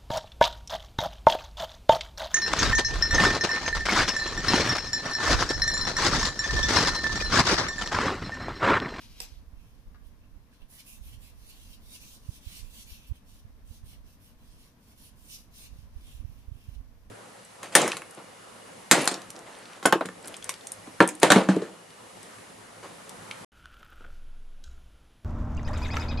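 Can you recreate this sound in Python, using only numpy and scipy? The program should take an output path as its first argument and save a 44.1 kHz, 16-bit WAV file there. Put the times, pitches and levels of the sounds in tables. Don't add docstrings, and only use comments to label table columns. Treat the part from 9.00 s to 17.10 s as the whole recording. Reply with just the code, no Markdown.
import sys
import numpy as np
from scipy import signal
from scipy.fft import rfft, irfft
from scipy.io import wavfile
from scipy.ndimage import uniform_filter1d

SR = 44100
rng = np.random.default_rng(int(sys.argv[2]) if len(sys.argv) > 2 else 0)


def generate_wav(signal):
    frames = np.transpose(np.atleast_2d(signal))
    scaled = np.clip(frames, -1, 1) * 32767
    pcm = np.round(scaled).astype(np.int16)
    wavfile.write(sys.argv[1], SR, pcm)


N = 357210
TIME = np.arange(N) / SR

# fastest_s, rise_s, fall_s, level_db, extra_rasp_db, extra_hiss_db
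STROKES = [(0.669, 0.14, 0.22, -70.5, 3.5, 2.5), (1.078, 0.064, 0.034, -71.5, 6, 6.5),
           (1.544, 0.039, 0.039, -64, 4, -1.5), (1.765, 0.087, 0.067, -57.5, 1, 10.5),
           (1.892, 0.057, .1, -55, 3, 10.5), (2.074, 0.075, 0.077, -55.5, -0.5, 4),
           (2.246, 0.066, 0.079, -57.5, 2.5, 6.5), (2.496, 0.18, .024, -59.5, -1, 4),
           (2.651, 0.24, 0.13, -57, 0.5, 4), (2.942, 0.15, 0.022, -56, 0, 7),
           (3.086, 0.13, 0.1, -49.5, -8.5, 1), (3.276, 0.11, .044, -61.5, 0, 4.5),
           (3.327, 0.044, 0.071, -52.5, -3, 2), (3.585, 0.19, 0.038, -47, -2, 3),
           (3.665, .05, 0.076, -60, 2.5, 6), (3.81, 0.12, 0.032, -48, -4, 4),
           (3.9, 0.052, 0.091, -50.5, 1.5, 5), (4.03, 0.096, 0.096, -62, 4.5, 3.5),
           (4.161, 0.041, .024, -63.5, 5.5, 4.5), (4.327, 0.088, 0.088, -61, 1, 5.5),
           (4.742, 0.096, 0.061, -58.5, -1, 6), (4.895, 0.058, 0.069, -56, 3, 5.5),
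           (5.102, 0.068, 0.066, -61, -2, 3), (5.243, 0.053, 0.085, -61.5, -1.5, 6.5),
           (5.464, 0.1, 0.27, -65, -0.5, 3), (5.617, 0.059, .091, -62.5, 4, 5.5),
           (5.917, 0.13, 0.028, -63.5, -0.5, 6), (6.052, 0.1, .054, -54, -1.5, 5),
           (6.3, 0.16, 0.17, -58.5, -4, 7), (6.341, 0.068, 0.032, -42.5, -10.5, 2),
           (6.628, 0.12, 0.055, -48, -4.5, 1.5), (6.762, 0.067, 0.11, -65, 2.5, 4),
           (7.022, .12, 0.14, -65, 6, 4), (7.1, 0.067, 0.13, -60, 6, 6.5),
           (7.337, 0.12, 0.17, -68.5, 6, 5.5), (7.749, 0.29, 0.017, -67.5, 6, 6.5)]
# peak_s, rise_s, level_db, extra_rasp_db, extra_hiss_db
SNAGS = [(1.624, 0.039, -71, 17, 9), (1.802, 0.029, -47.5, 0, 2), (2.142, 0.025, -56.5, 7.5, 6),
         (2.51, 0.029, -52.5, 3, 5.5), (2.744, 0.055, -53.5, -5.5, 2.5), (2.959, 0.058, -46, -2.5, 3),
         (3.03, 0.032, -52.5, 2, 7.5), (3.16, .063, -54, -14, 5), (3.372, 0.045, -57, 3, 8),
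         (3.575, 0.022, -50, -1, 6), (4.084, 0.021, -59, 1, 9.5), (4.394, 0.0089, -56, -4, -1),
         (6.662, 0.032, -52, 0.5, -2)]
# freq_hz, gain_db
FOAM_SPECTRUM = [(100, -26), (250, -23), (600, -15), (1200, -14), (1700, -11.5), (2100, -7.5), (2700, 3.5),
                 (3600, 1.1), (4400, -1), (5400, -1.8), (7500, -5.5), (10000, -5.5), (13000, -7.5),
                 (15500, -0.5)]
# peak_s, half_length_s, pitch_hz, level_db
SQUEAKS = [(1.235, .04, 2680, -72), (1.535, .025, 1650, -70), (1.62, 0.021, 2760, -68.5),
           (1.73, .04, 10080, -57), (1.755, 0.043, 1950, -68), (1.797, 0.02, 2900, -62),
           (1.804, .025, 2330, -57), (1.897, 0.049, 2566, -60), (1.895, 0.043, 10950, -58),
           (2.045, 0.032, 8840, -65), (2.075, .055, 11800, -60), (2.142, .02, 2850, -62),
           (2.485, 0.027, 10420, -57), (2.52, 0.019, 2950, -58), (2.742, 0.017, 3900, -57),
           (2.925, .04, 9480, -54), (2.958, .018, 2800, -54), (3.78, .05, 2940, -59),
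           (3.895, 0.036, 2440, -59), (4.075, 0.037, 2900, -67), (4.735, 0.036, 3950, -68),
           (5.25, .04, 9900, -67), (6.305, 0.057, 9000, -58), (6.61, .05, 8960, -59),
           (7.08, .04, 9390, -69)]
# start_s, level_db
EDGE_TICKS = [(1.053, -56), (1.069, -57), (1.083, -60), (1.364, -61)]
# freq_hz, gain_db
EDGE_SPECTRUM = [(1500, -19), (5000, 0), (9000, 3), (14000, 2)]

# time_s, level_db
SLIDE_LEVELS = [(0, -58.5), (0.22, -58), (0.39, -67), (0.45, -96), (0.5, -120)]
# freq_hz, gain_db
BARREL_SPECTRUM = [(900, -15), (1700, -9), (2400, 0.5), (4400, 1.5), (6000, -3.5), (7500, -8.5),
                   (11000, -6), (15000, -15)]
# start_s, level_db
PEN_HITS = [(0.2030, -22), (0.2063, -44), (0.2192, -47)]
# freq_hz, level_db, t60_s
PEN_MODES = [(483, -27, 0.14), (747, -24, 0.095), (966, -26.5, 0.094), (1460, -28, 0.013),
             (2040, -16, 0.025), (2630, -10, 0.024), (3490, -11, 0.0062), (4980, 1.5, 0.0072),
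             (5600, -3, 0.0098), (6700, -19, .005), (8130, -1.5, 0.0091), (11200, -14, 0.0075)]
# freq_hz, level_db, t60_s
TABLE_MODES = [(171, -25.5, 0.047), (343, -39, .09), (410, -34, .07)]
# freq_hz, gain_db
SNAP_SPECTRUM = [(400, 6.5), (700, 1), (1400, -7.5), (2400, 5.5), (3200, 1), (4000, -1), (5500, -4),
                 (7500, 3.5), (9500, -1), (12000, 2.5), (15500, 6)]
# start_s, level_db
CHATTER_HITS = [(0.2046, -34), (0.2068, -28.5), (0.2100, -42)]
# freq_hz, gain_db
CHATTER_SPECTRUM = [(500, -9), (1500, -8), (2700, 1), (3800, 0), (5000, 1), (6200, -1), (7500, -4),
                    (15000, -13)]
# start_s, level_db
FINGER_TAPS = [(0.945, -53), (0.957, -57)]
# freq_hz, gain_db
CARD_SPECTRUM = [(300, 9), (800, 2), (1150, 8), (1550, 5), (2000, 6), (2300, -6), (2750, -4), (3300, -12),
                 (4500, -7), (12000, -40)]

# time_s, left_db, right_db
DRAUGHT_LEVELS = [(0, -54, -52), (0.6, -59, -48), (0.68, -60, -54.5), (0.92, -63, -46.5), (1.3, -59, -49.5),
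                  (1.42, -65, -56), (1.85, -67, -61), (2.07, -48, -40.5), (2.22, -64, -51.5),
                  (2.82, -51.5, -46.5), (2.94, -62, -52.5), (3.45, -55, -56), (3.63, -71, -38.5),
                  (3.75, -60.5, -56), (5.0, -53.5, -47.5), (5.19, -61, -62.5), (5.56, -54.5, -51),
                  (5.76, -75, -73), (6.0, -68, -54), (6.6, -55, -56), (6.75, -52.5, -46), (8.1, -60, -48.5)]
# freq_hz, gain_db
EDDY_SPECTRUM = [(8, -11), (22, 1), (50, 0.5), (75, -5.5), (100, -10.5), (140, -20.5), (200, -49),
                 (400, -71.5), (1000, -59)]
# centre_s, level_db, half_push_s, port (0 left, 1 right)
PUFFS = [(0.323, -34.5, 0.004, 1), (0.375, -38, 0.0059, 1), (0.481, -39, 0.0054, 1),
         (0.536, -37.5, 0.0041, 1), (0.574, -40, 0.01, 1), (0.877, -36, 0.0065, 0), (1.065, -41, 0.0067, 1),
         (1.334, -39, 0.0077, 1), (1.365, -38, 0.0051, 1), (1.629, -37, 0.0098, 1), (2.014, -38, .004, 1),
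         (2.127, -40, .003, 1), (2.145, -40, 0.0027, 1), (2.173, -37.5, 0.0029, 1),
         (3.291, -21.5, 0.0029, 1), (3.471, -27.5, 0.0039, 1), (3.922, -34.5, 0.0047, 0),
         (4.1, -30.5, 0.0047, 1), (4.116, -20, 0.0037, 1), (4.452, -36.5, 0.0027, 1),
         (4.709, -29.5, 0.0037, 1), (4.838, -34.5, 0.0033, 1), (6.727, -35.5, 0.0046, 1),
         (6.79, -36.5, 0.0026, 1), (6.835, -37, .004, 1), (6.964, -29, 0.0046, 1), (7.151, -33, 0.0038, 1),
         (7.202, -27, 0.0052, 1), (7.25, -24, 0.0033, 1), (7.296, -34, 0.0032, 1), (7.485, -28, 0.0041, 1),
         (7.519, -27, 0.0031, 1), (7.557, -36, 0.003, 1), (7.688, -26, 0.0032, 1), (7.727, -34, 0.0045, 1),
         (7.765, -31, 0.0046, 1), (7.782, -31, 0.0061, 1), (7.804, -30, 0.0049, 1)]
# freq_hz, gain_db
RUSH_SPECTRUM = [(30, 2), (90, 3.5), (160, -1), (235, 0.5), (290, -4), (350, -12), (500, -11.5), (800, -16),
                 (1050, -13), (1300, -19), (1650, -17.5), (2000, -20.5), (4000, -25), (8000, -29.5),
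                 (15000, -28.5)]
# time_s, gain_db
RUSH_DRIFT = [(0, 2), (0.7, 0), (1.6, -0.6), (3.2, 2), (4.3, 0.06), (6.8, 1.4), (8.1, 0)]
# freq_hz, correlation
RUSH_CORRELATION = [(30, 0.93), (250, 0.94), (600, 0.49), (1000, 0.46), (1500, 0.083), (2500, 0.011)]
# freq_hz, level_db
HUM_LINES = [(235, -78), (470, -86.5), (656, -86.5), (720, -109)]

# freq_hz, t60_s
ROOM_DECAY = [(200, 0.14), (1000, 0.27), (3000, 0.18), (6000, 0.23), (10000, 0.18), (15000, 0.094)]
# freq_hz, gain_db
LEFT_PORT = [(1500, 0.5), (3000, 1), (4500, 2.5), (5900, 5), (7300, -1.5), (7750, -6.5), (8200, -7.5),
             (8900, -3), (11500, 2), (13800, 3), (15500, -4.5)]
# freq_hz, gain_db
RIGHT_PORT = [(1500, 0), (3000, -0.5), (5000, -1.5), (7000, -2), (8700, 2), (10200, 1.5), (12300, 1),
              (14000, -6.5), (15500, -17.5)]


def sponge(gain_db=-0.5, judder_db=0.6, left_db=-6, shadow_hz=3900):
    power = rubbing_power()
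    judder = amp(gain_db + judder_db * wander(rate_hz=190))
    front = scrub(power) * judder + bursts(EDGE_TICKS, EDGE_SPECTRUM, decay_s=0.001)
    side = scrub(power) * judder
    squeak = squeaks()
    left = np.roll(below(front, shadow_hz), 7) + side - below(side, shadow_hz)
    heard = np.array([amp(left_db) * left, front]) + direct(squeak, left_db=-9, lag_samples=7)
    return heard + moving_room(front + squeak / 2, wet_db=-3)


def rubbing_power(speed_exponent=0.85, snag_fall_s=0.0092):
    snags = [(peak_s, rise_s, snag_fall_s, *levels) for peak_s, rise_s, *levels in SNAGS]
    power = np.zeros((3, N))
    for fastest_s, rise_s, fall_s, db, rasp_db, hiss_db in STROKES + snags:
        span, speed = glide(fastest_s, rise_s, fall_s)
        power[:, span] += (amp([[db + rasp_db], [db], [db + hiss_db]]) * speed ** speed_exponent) ** 2
    return power


def scrub(power, low_hz=3500, high_hz=7500):
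    slips = friction(10 * np.log10(power[1] + 1e-12), slips_per_s=14000)
    rasp = shifting_contact(colour(slips, FOAM_SPECTRUM))
    low, body = below(rasp, low_hz), below(rasp, high_hz)
    bands = np.array([low, body - low, rasp - body])
    return (bands * np.sqrt(power)).sum(0)


def friction(level_db, slips_per_s, spread_db=0.5):
    speed = amp((level_db - level_db.max()) / 2)
    chance = np.clip(slips_per_s * speed / SR, 0.02, 1)
    sizes = amp(spread_db * np.minimum(rng.exponential(1, N), 4)) * rng.standard_normal(N)
    return unit(sizes * (rng.random(N) < chance) / np.sqrt(chance))


def shifting_contact(x, depth_db=2.2):
    bands = signal.stft(x, nperseg=512)[2]
    patches = rng.standard_normal(bands.shape)
    for _ in range(2):
        patches = uniform_filter1d(uniform_filter1d(patches, size=5, axis=0), size=14, axis=1)
    return unit(signal.istft(bands * amp(depth_db * unit(patches)), nperseg=512)[1][:N])


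def squeaks(width_hz=310, bend=0.019):
    out = np.zeros(N)
    narrow = signal.butter(2, width_hz / 2, fs=SR)
    blur = unit(signal.lfilter(*narrow, rng.standard_normal((2, N))))
    for peak_s, half_s, hz, db in SQUEAKS:
        span, speed = glide(peak_s, half_s, half_s)
        phase = 2 * np.pi * np.cumsum(hz * (1 + bend * (speed - speed.mean()))) / SR
        out[span] += amp(db) * speed * (blur[0, span] * np.cos(phase) + blur[1, span] * np.sin(phase))
    return out


def glide(fastest_s, rise_s, fall_s):
    start_s, end_s = fastest_s - rise_s, fastest_s + fall_s
    span = slice(round(start_s * SR), round(end_s * SR))
    return span, np.sin(np.pi * np.interp(TIME[span], [start_s, fastest_s, end_s], [0, 0.5, 1]))


def pen_slide(uneven_db=3):
    level_db = follow(SLIDE_LEVELS)[0] + uneven_db * wander(rate_hz=26)
    slips = friction(level_db, slips_per_s=16000)
    scrape = unit(colour(slips, BARREL_SPECTRUM)) * amp(level_db)
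    return direct(scrape, left_db=-1.5, lag_samples=-2) + room(scrape, wet_db=-5)


def pen_click(snap_db=-10, echo_db=-12, echo_s=0.013):
    ring = strike(PEN_HITS, PEN_MODES)
    knock = strike(PEN_HITS, TABLE_MODES)
    snap = amp(snap_db) * bursts(PEN_HITS, SNAP_SPECTRUM, decay_s=0.001)
    chatter = bursts(CHATTER_HITS, CHATTER_SPECTRUM, decay_s=0.0014)
    heard = direct(ring + snap, left_db=-8, lag_samples=11) + direct(chatter, left_db=-1)
    heard[0] += amp(echo_db) * np.roll(ring, round(echo_s * SR))
    heard[0] += room(ring, wet_db=-18, build_s=0.0049)[0]
    heard += room(chatter, wet_db=-4, build_s=0.019)
    return heard + knock + room(snap, wet_db=5.5, build_s=0.011)


def strike(hits, modes):
    t = TIME[:SR // 4]
    ring = sum((-1) ** k * amp(db - 60 * t / t60_s) * np.sin(2 * np.pi * hz * t)
               for k, (hz, db, t60_s) in enumerate(modes))
    impulses = np.zeros(N)
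    for start_s, db in hits:
        impulses[round(start_s * SR)] += amp(db)
    return signal.oaconvolve(impulses, ring)[:N]


def bursts(hits, spectrum, decay_s):
    envelope = sum(amp(db) * (TIME >= start_s) * np.exp(-np.minimum(abs(TIME - start_s) / decay_s, 20))
                   for start_s, db in hits)
    return colour(envelope * rng.standard_normal(N), spectrum)


def fingertip():
    tap = bursts(FINGER_TAPS, CARD_SPECTRUM, decay_s=0.0068)
    return direct(tap, left_db=3) + room(tap, wet_db=-2)


def draught(suction=0.76, gust_db=1):
    gusts_db = gust_db * np.array([wander(rate_hz=24), wander(rate_hz=9)])
    turbulence = unit(colour(rng.standard_normal((2, N)), EDDY_SPECTRUM))
    air = turbulence * amp(follow(DRAUGHT_LEVELS) + gusts_db)
    for centre_s, db, half_push_s, port in PUFFS:
        near = abs(TIME - centre_s) < 10 * half_push_s
        u = (TIME[near] - centre_s) / half_push_s
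        pulse = (1 - u ** 2) * np.exp(-u ** 2 / 2)
        air[round(port), near] += amp(db) * pulse * (1 + suction * np.tanh(u / 2))
    return air


def fan(rush_db=-60.5, blade_hz=8.38, blade_at_s=0.063, swish_db=1.5, waver=0.01418):
    left, other = rfft(rng.standard_normal((2, N)))
    alike = read(RUSH_CORRELATION, np.fft.rfftfreq(N, 1 / SR))
    right = alike * left + np.sqrt(1 - alike ** 2) * other
    rush = unit(colour(irfft(np.array([left, right]), N), RUSH_SPECTRUM))
    swish = amp(swish_db * np.cos(2 * np.pi * blade_hz * (TIME - blade_at_s))) - 1
    motor_time_s = np.cumsum(1 + waver * wander(rate_hz=30)) / SR
    hum = sum(amp(db) * np.sqrt(2) * np.sin(2 * np.pi * hz * motor_time_s) for hz, db in HUM_LINES)
    return amp(rush_db + follow(RUSH_DRIFT)) * (rush + swish * below(rush, hz=2800)) + hum


def direct(x, left_db, lag_samples=5):
    return np.array([amp(left_db) * np.roll(x, lag_samples), x])


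def room(x, wet_db, build_s=0.00069):
    onset = (1 - np.exp(-(TIME[:SR // 2] / build_s) ** 2)) ** 2
    hz, t, bands = signal.stft(rng.standard_normal((2, SR // 2)) * onset, SR, nperseg=256)
    decay = amp(-60 * t / read(ROOM_DECAY, hz)[:, None])
    tail = signal.istft(bands * decay, SR, nperseg=256)[1]
    tail /= np.linalg.norm(tail, axis=1, keepdims=True)
    return amp(wet_db) * signal.oaconvolve(x[None], tail, axes=1)[:, :N]


def moving_room(x, wet_db, patterns=7, patterns_per_s=20):
    distance = abs((TIME * patterns_per_s + np.arange(patterns)[:, None]) % patterns - patterns / 2)
    shares = np.sqrt(np.maximum(1 - distance, 0))
    return sum(room(x * share, wet_db, build_s=0.0011) for share in shares)


def amp(db):
    return 10 ** (np.asarray(db) / 20)


def unit(x):
    return x / np.sqrt(np.mean(x ** 2) + 1e-20)


def read(spectrum, hz):
    table_hz, values = np.transpose(spectrum)
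    return np.interp(np.log(hz + 1), np.log(table_hz + 1), values)


def follow(rows):
    time_s, *columns = np.transpose(rows)
    return np.array([np.interp(TIME, time_s, column) for column in columns])


def colour(x, spectrum, size=16384):
    log_gain = np.log(amp(read(spectrum, abs(np.fft.fftfreq(size, 1 / SR)))))
    taps = np.fft.ifft(np.exp(np.conj(signal.hilbert(log_gain)))).real[:size // 2]
    return signal.oaconvolve(x, taps.reshape((1,) * (x.ndim - 1) + (-1,)), axes=-1)[..., :N]


def below(x, hz):
    return signal.filtfilt(*signal.butter(3, hz, fs=SR), x)


def wander(rate_hz):
    return unit(np.interp(TIME * rate_hz, np.arange(8192), rng.standard_normal(8192)))


def scene():
    return sponge() + pen_slide() + pen_click() + fingertip() + draught() + fan()


def record(dry):
    heard = np.array([colour(dry[0], LEFT_PORT), colour(dry[1], RIGHT_PORT)])
    band_limit = signal.firwin(511, cutoff=15550, window=("kaiser", 9), fs=SR)
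    return signal.oaconvolve(heard, band_limit[None], "same")


dry = scene()
out = record(dry)
generate_wav(out)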